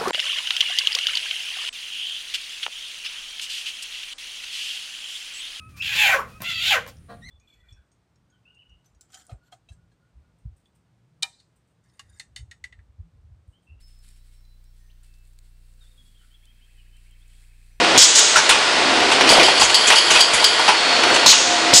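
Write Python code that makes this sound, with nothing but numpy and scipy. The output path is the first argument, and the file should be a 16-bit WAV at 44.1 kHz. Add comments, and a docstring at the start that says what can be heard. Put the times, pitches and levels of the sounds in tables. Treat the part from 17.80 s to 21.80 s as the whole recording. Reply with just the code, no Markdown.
"""One cycle of a bottle filling and packing machine in a hard-walled workshop, over steady din.
Air valves blow off twice as a carriage rumbles briefly; it rolls again from 1 s. From 1.3 to 3 s
plastic bottles and levers clack, small cylinders spit air, steel guides clink and scrape, motors whine
faintly. The carriage returns at 3.1 s; blasts with frame thumps follow at 3.5 and 3.9 s.
Gain control ducks under the loudest blasts."""
import sys
import numpy as np
from scipy import signal
from scipy.fft import rfft, irfft
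from scipy.io import wavfile
from scipy.ndimage import uniform_filter1d

SR = 44100
rng = np.random.default_rng(int(sys.argv[2]) if len(sys.argv) > 2 else 0)


def dump(signal):
    """Clip the signal to [-1, 1] and save it as 16-bit WAV at the path in sys.argv[1]."""
    limited = np.clip(np.atleast_2d(signal).T, -1, 1)
    pcm = np.round(limited * 32767).astype(np.int16)
    wavfile.write(sys.argv[1], SR, pcm)


N = 176400
TIME = np.arange(N) / SR

# contact spectrum of clacks and rattles: (frequency [Hz], density [dB])
CONTACT_SPECTRUM = [(40, -36.5), (200, -26.5), (500, -2.5), (900, 5), (1900, 0.5), (2800, 6), (4000, -2),
                    (6000, -5.5), (7300, -20), (9300, -10), (11000, -52.5), (16000, -36)]


def from_db(db):
    """Decibels to gain."""
    return 10 ** (np.asarray(db) / 20)


def rms_one(x):
    """Scale to rms 1."""
    return x / np.sqrt(np.mean(x ** 2) + 1e-20)


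def level(rows):
    """Gain curve from (time [s], level [dB]) rows."""
    return from_db(np.interp(TIME, *np.transpose(rows)))


def drift(rate_hz):
    """Smooth random wander, rms 1."""
    step, settle = 40, 2000
    pole = np.exp(-2 * np.pi * rate_hz * step / SR)
    noise = rng.standard_normal(N // step + settle + 2)
    slow = signal.lfilter([1], [1, -2 * pole, pole * pole], noise)[settle:]
    return np.interp(np.arange(N) / step, np.arange(len(slow)), rms_one(slow))


def colour(x, spectrum, size=4096):
    """Minimum-phase filter; keeps white-noise power."""
    hz, db = np.transpose(spectrum)
    grid_hz = np.maximum(np.arange(size // 2 + 1) * SR / size, 1)
    magnitude = from_db(np.interp(np.log(grid_hz), np.log(hz), db))
    cepstrum = irfft(np.log(magnitude))
    causal = 2 * cepstrum[:size // 2] * (np.arange(size // 2) > 0)
    response = irfft(np.exp(rfft(causal, size)))
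    return signal.fftconvolve(x, response / np.linalg.norm(response))[:N]


def resonate(x, hz, width_hz):
    """Two-pole resonance; keeps white-noise power."""
    r = np.exp(-np.pi * width_hz / SR)
    gain = np.sqrt((1 - r * r) / 2)
    feedback = [1, -2 * r * np.cos(2 * np.pi * hz / SR), r * r]
    return signal.lfilter([gain, 0, -gain], feedback, x + 1e-18)


def sharp_ring(x, hz, width_hz):
    """Resonance applied twice for steep flanks."""
    return resonate(resonate(x, hz, width_hz), hz, width_hz) * np.sqrt(np.pi * width_hz / SR)


def chatter(per_s, spread_db):
    """Random tiny contacts, rms 1."""
    sizes = from_db(spread_db * np.minimum(rng.exponential(1, N), 4))
    signs = rng.choice([-1, 1], N)
    return rms_one(sizes * signs * (rng.random(N) < per_s / SR))


def burst(start_s, hold_s, t60_s, attack_s):
    """Envelope: rise, hold, exponential release."""
    age_s = np.maximum(TIME - start_s, 0)
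    rise = 1 - np.exp(-age_s / attack_s)
    return rise * from_db(-60 * np.clip((age_s - hold_s) / t60_s, 0, 4))


def echo(envelope, t60_s):
    """Diffuse hall noise: gathers the source's energy, then decays."""
    pole = from_db(-120 / (t60_s * SR))
    energy = signal.lfilter([1 - pole], [1, -pole], envelope ** 2)
    return np.sqrt(energy) * rng.standard_normal(N)


def panels(x, count=12):
    """Short reflections ripple the spectrum."""
    lags_s, gain = rng.uniform(0.002, 0.016, count), from_db(-10)
    reflected = sum((-1) ** k * np.pad(x, (int(lag_s * SR), 0))[:N] for k, lag_s in enumerate(lags_s))
    return (x + gain * reflected / np.sqrt(count)) / np.sqrt(1 + gain ** 2)


def valves():
    """Blow-offs: sputtering jets with hall echo, each with its own colour and rough whistle."""
    # (time [s], level [dB], hold [s], whistle [Hz], whistle [dB], mid hiss [dB], top hiss [dB])
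    blasts = [(0.175, -5, 0.071, 5270, -8, 4, -3.5), (0.35, -6.5, 0.043, 7300, -7, 3, -4.5),
              (3.46, -5, 0.059, 4140, -2, 2, -10), (3.936, -1, 0.055, 5050, -6.5, 6, 2.5)]
    # (frequency [Hz], density [dB])
    jet_spectrum = [(40, -20), (300, -47), (1500, -10.5), (2500, -7), (3400, 0), (4500, -2.5), (5700, -0.5),
                    (6800, 5.5), (7300, 4), (8150, 3), (8500, -9.5), (9700, -7.5), (11000, -46),
                    (16000, -7)]
    sputter_db, out = 1.5, 0
    for start_s, db, hold_s, whistle_hz, whistle_db, mid_db, top_db in blasts:
        flow = from_db(db) * burst(start_s, hold_s, t60_s=0.11, attack_s=0.001)
        jet = flow * from_db(sputter_db * drift(40)) * rng.standard_normal(N)
        hall = from_db(-0.5) * echo(flow, t60_s=1.0)
        port_eq = [(2500, 0), (4470, mid_db), (6700, 0), (7100, top_db), (10500, 0.5 * top_db)]
        spectrum = [(hz, jet_db + np.interp(hz, *np.transpose(port_eq))) for hz, jet_db in jet_spectrum]
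        whistle = from_db(whistle_db) * resonate(flow * rng.standard_normal(N), whistle_hz, width_hz=470)
        out += colour(jet + hall, spectrum) + whistle
    return out


def clacks():
    """Bottles and levers knock: a dying spray of contacts plus the struck part's hollow note."""
    # (time [s], level [dB], t60 [s], note [Hz], note [dB])
    knocks = [(.158, -15.5, 0.12, 3250, -8), (0.558, -14, 0.16, 1470, 8.5), (.692, -9, 0.27, 3470, -9),
              (1.316, -14, 0.15, 3000, -5.5), (1.408, -8.5, 0.052, 795, -10), (1.440, -25, 0.096, 1340, 3),
              (1.473, -12, 0.13, 2570, -3), (1.496, -12.5, 0.6, 627, -3.5), (1.568, -10.5, 0.07, 720, 0),
              (1.596, -10.5, 0.31, 2310, -3), (1.683, -11.5, 0.05, 740, -0.5), (1.817, -7, 0.04, 830, -5.5),
              (1.897, -15.5, 0.053, 2860, 1), (2.101, -4.5, 0.097, 1600, -10), (2.119, -7, 0.17, 2800, -7),
              (2.303, -9.5, 0.091, 1000, -9), (2.335, -15, .12, 2900, -4), (2.355, -11, 0.13, 2580, -2),
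              (2.624, -19.5, 0.026, 930, 1), (2.793, -18, .06, 910, 6.5), (2.878, -10.5, 0.18, 900, -5),
              (2.889, -7, 0.072, 800, -5.5), (3.113, -33, 0.09, 2530, 5), (3.234, -13.5, 0.059, 990, -1),
              (3.278, -28, 0.028, 1270, 13.5), (3.299, -26.5, .04, 1490, 14),
              (3.361, -12.5, 0.02, 880, -21), (3.46, -14, 0.055, 870, 3.5), (3.528, -10.5, .2, 2850, 0.5),
              (3.931, -11.5, 0.019, 586, -12)]
    contacts, noise = chatter(per_s=5000, spread_db=0), rng.standard_normal(N)
    power, notes = 0, 0
    for start_s, db, t60_s, note_hz, note_db in knocks:
        knock = from_db(db) * burst(start_s, hold_s=0.0044, t60_s=t60_s, attack_s=0.0002)
        power += knock ** 2
        notes += from_db(note_db) * resonate(knock * noise, note_hz, width_hz=240)
    force = np.sqrt(power)
    hall_t60_s = 0.45
    hall = rng.standard_normal(SR) * from_db(-60 * TIME[:SR] / hall_t60_s)
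    note_echo = from_db(-8.5) * signal.fftconvolve(notes, hall / np.linalg.norm(hall))[:N]
    spray = force * contacts + from_db(-4.5) * echo(force, t60_s=0.29)
    return notes + note_echo + colour(spray, CONTACT_SPECTRUM)


def clinks():
    """Steel chatters on steel: a bright crack, then mode clusters in a drifting mix."""
    # (time [s], level [dB])
    hits = [(1.49, -7.5), (1.529, -10.5), (1.630, -7.5), (1.652, -17), (1.775, -20), (1.812, -11),
            (1.943, -6), (2.060, -23), (2.155, -7), (2.18, -9), (2.392, -16), (2.406, -5), (2.642, -4.5)]
    # (frequency [Hz], width [Hz], level [dB])
    steel_modes = [(3050, 150, -6.5), (3213, 170, -6), (4510, 250, -9), (4696, 350, -1), (4990, 330, -10),
                   (6700, 780, -12), (7630, 800, -13), (9880, 700, -17)]
    # (frequency [Hz], density [dB])
    crack_spectrum = [(100, -25), (1000, -15), (3000, -2.5), (4700, 2.5), (6000, -9), (10000, -9),
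                      (12000, -28)]
    power, strike = 0, 0
    for start_s, db in hits:
        power += (from_db(db) * burst(start_s, hold_s=0.0064, t60_s=0.18, attack_s=0.00044)) ** 2
        strike += from_db(db - 3.5) * burst(start_s, hold_s=0.0016, t60_s=0.049, attack_s=0.0003)
    force = np.sqrt(power)
    drive = force * chatter(per_s=7500, spread_db=2.5) + from_db(-6) * echo(force, t60_s=0.37)
    rings = sum(from_db(db + np.tanh(drift(4.3))) * sharp_ring(drive, hz, width_hz)
                for hz, width_hz, db in steel_modes)
    return rings + colour(strike * rng.standard_normal(N), crack_spectrum)


def spits():
    """Small cylinders puff air, each puff with its own broad peak."""
    # (time [s], level [dB], hold [s], peak [Hz], peak [dB])
    puffs = [(.561, -19, 0.024, 5740, 7), (0.69, -13, 0.011, 8900, -2.5), (1.312, -22.5, .01, 8000, -9),
             (1.497, -16, 0.022, 9300, -7), (1.794, -18, 0.018, 7500, -2), (1.826, -19.5, 0.025, 6700, 4),
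             (1.892, -29.5, .02, 7350, 6), (2.069, -13.5, 0.0085, 7100, -1), (2.303, -17, 0.016, 6440, 1),
             (2.34, -24, 0.015, 7300, -1), (2.39, -28, 0.015, 9000, -11), (2.532, -15.5, 0.017, 9300, -6.5),
             (3.339, -19.5, .012, 7500, -21)]
    # (frequency [Hz], density [dB])
    puff_spectrum = [(500, -7), (2500, 1), (5000, -5.5), (6000, -2), (7300, 0), (8600, -6), (10300, -7.5),
                     (11300, -18), (16000, -51)]
    air, flow, peaks = rng.standard_normal(N), 0, 0
    for start_s, db, hold_s, peak_hz, peak_db in puffs:
        puff = from_db(db) * burst(start_s, hold_s, t60_s=0.13, attack_s=0.0017)
        flow += puff
        peaks += from_db(peak_db) * sharp_ring(puff * air, peak_hz, width_hz=1500)
    hiss = flow * rng.standard_normal(N) + from_db(-6) * echo(flow, t60_s=0.57)
    return peaks + colour(hiss, puff_spectrum)


def carriage():
    """Rolling on the rails rings the frame and rattles loose parts."""
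    # (time [s], level [dB])
    travel = [(0, -20.5), (.17, -17.5), (.24, -32), (.8, -37), (1.05, -22.5), (1.4, -18.5), (1.57, -15),
              (1.72, -21), (1.92, -35), (2.7, -53), (3.08, -25.5), (3.28, -21), (3.55, -25), (4, -21.5)]
    # (frequency [Hz], density [dB])
    roll_spectrum = [(30, -21), (90, -11.5), (200, -8.5), (280, -2), (700, 4.5), (1300, -3.5), (3000, -4.5),
                     (6000, -15), (11000, -65)]
    # (frequency [Hz], width [Hz], level [dB])
    frame_modes = [(265, 26, -10), (325, 20, -12), (387, 22, -11), (516, 22, -12), (706, 30, -10)]
    roll = colour(rng.standard_normal(N), roll_spectrum)
    rattle = from_db(-8.5) * panels(colour(chatter(per_s=45, spread_db=3), CONTACT_SPECTRUM))
    frame = sum(from_db(db - 0.5) * resonate(rng.standard_normal(N), hz, width_hz)
                for hz, width_hz, db in frame_modes)
    return level(travel) * (roll + rattle + frame) * from_db(-1.5 + 1.16 * drift(6))


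def scraping():
    """Bottles stick and slip along the steel guides and keep them ringing."""
    # (time [s], level [dB])
    friction = [(1.3, -50), (1.6, -24), (1.95, -21), (2.25, -18.5), (2.55, -23.5), (2.85, -22.5),
                (3.05, -49)]
    # (frequency [Hz], width [Hz], level [dB])
    guide_modes = [(3080, 170, -6), (3255, 140, -1), (4720, 200, -5), (7400, 1500, -12), (9900, 1000, -13)]
    rub = level(friction) * chatter(per_s=4000, spread_db=-2) * (1 + 0.41 * np.tanh(drift(9.1)))
    return sum(from_db(db) * sharp_ring(rub, hz, width_hz) for hz, width_hz, db in guide_modes)


def thumps():
    """Cylinders kick the frame as they start or stop."""
    # (time [s], level [dB])
    kicks = [(0.166, -25), (1.50, -21), (1.571, -17.5), (3.456, -19), (3.925, -16)]
    # (frequency [Hz], density [dB])
    kick_spectrum = [(25, 1), (60, -22), (110, -2.5), (170, 5.5), (300, 1.5), (700, -5), (2000, -68),
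                     (8000, -65)]
    force = sum(from_db(db) * burst(start_s, hold_s=0.013, t60_s=0.088, attack_s=0.006)
                for start_s, db in kicks)
    return colour(force * rng.standard_normal(N), kick_spectrum)


def motor_tone(hz):
    """Sine wavering fast in pitch and level, rms 1."""
    phase = 2 * np.pi * np.cumsum(hz + 4 * drift(25)) / SR
    return rms_one(np.sin(phase) * (1 + 0.3 * np.tanh(drift(25))))


def motors():
    """Two-tone motor hum and the thin, rough whine of its drive."""
    # (time [s], level [dB])
    hum_levels = [(0, -20.5), (.17, -32), (.3, -48), (.85, -37), (1.2, -28.5), (1.7, -35), (2.1, -38),
                  (3.1, -33.5), (3.55, -31), (3.72, -23), (4, -25.5)]
    # (time [s], level [dB])
    whine_levels = [(0, -52), (1.4, -35), (1.8, -26), (2.6, -32), (3.1, -25.5), (3.5, -28.5), (4, -29)]
    hum = motor_tone(hz=705) + from_db(-8.5) * motor_tone(hz=324)
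    whine_hz = 4381
    whine = motor_tone(whine_hz) + from_db(-5) * resonate(rng.standard_normal(N), whine_hz, width_hz=90)
    return level(hum_levels) * hum + level(whine_levels) * whine


def workshop():
    """Steady din of many machines."""
    # (frequency [Hz], density [dB])
    din_spectrum = [(30, -24.5), (70, -23), (180, -12), (280, -3.5), (800, 3), (1800, 2), (3300, 1),
                    (5000, -2.5), (6000, -9.5), (8200, -13.5), (10300, -22), (11500, -84)]
    return colour(rng.standard_normal(N) * from_db(-16.5 + 0.19 * drift(2.7)), din_spectrum)


def scene():
    """Mono mix; far sources get panel reflections."""
    far = panels(workshop() + valves() + spits() + clacks())
    return (far + carriage() + motors() + thumps() + clinks() + scraping())[None]


def record(dry):
    """Treble roll-off, gain control with slow recovery, soft clip, steep low-pass."""
    rolloff_hz, stopband_hz = 10800, 16536
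    threshold_db, release_db_per_s, attack_s, slope, ceiling = -8, 16, 0.0027, 0.7, 0.85
    x = signal.sosfilt(signal.butter(6, rolloff_hz, fs=SR, output="sos"), dry[0])
    power = np.maximum(uniform_filter1d(x ** 2, size=300), 1e-12)
    over_db = np.maximum(10 * np.log10(power) - threshold_db, 0)
    release_db = release_db_per_s * TIME
    held_db = np.maximum.accumulate(over_db + release_db) - release_db
    pole = np.exp(-1 / (attack_s * SR))
    duck_db = slope * signal.lfilter([1 - pole], [1, -pole], held_db)
    x = x * from_db(0.01 - duck_db)
    x = x / (1 + (x / ceiling) ** 8) ** (1 / 8)
    return signal.sosfilt(signal.cheby2(12, 70, stopband_hz, fs=SR, output="sos"), x)[None]


dry = scene()
out = record(dry)
dump(out)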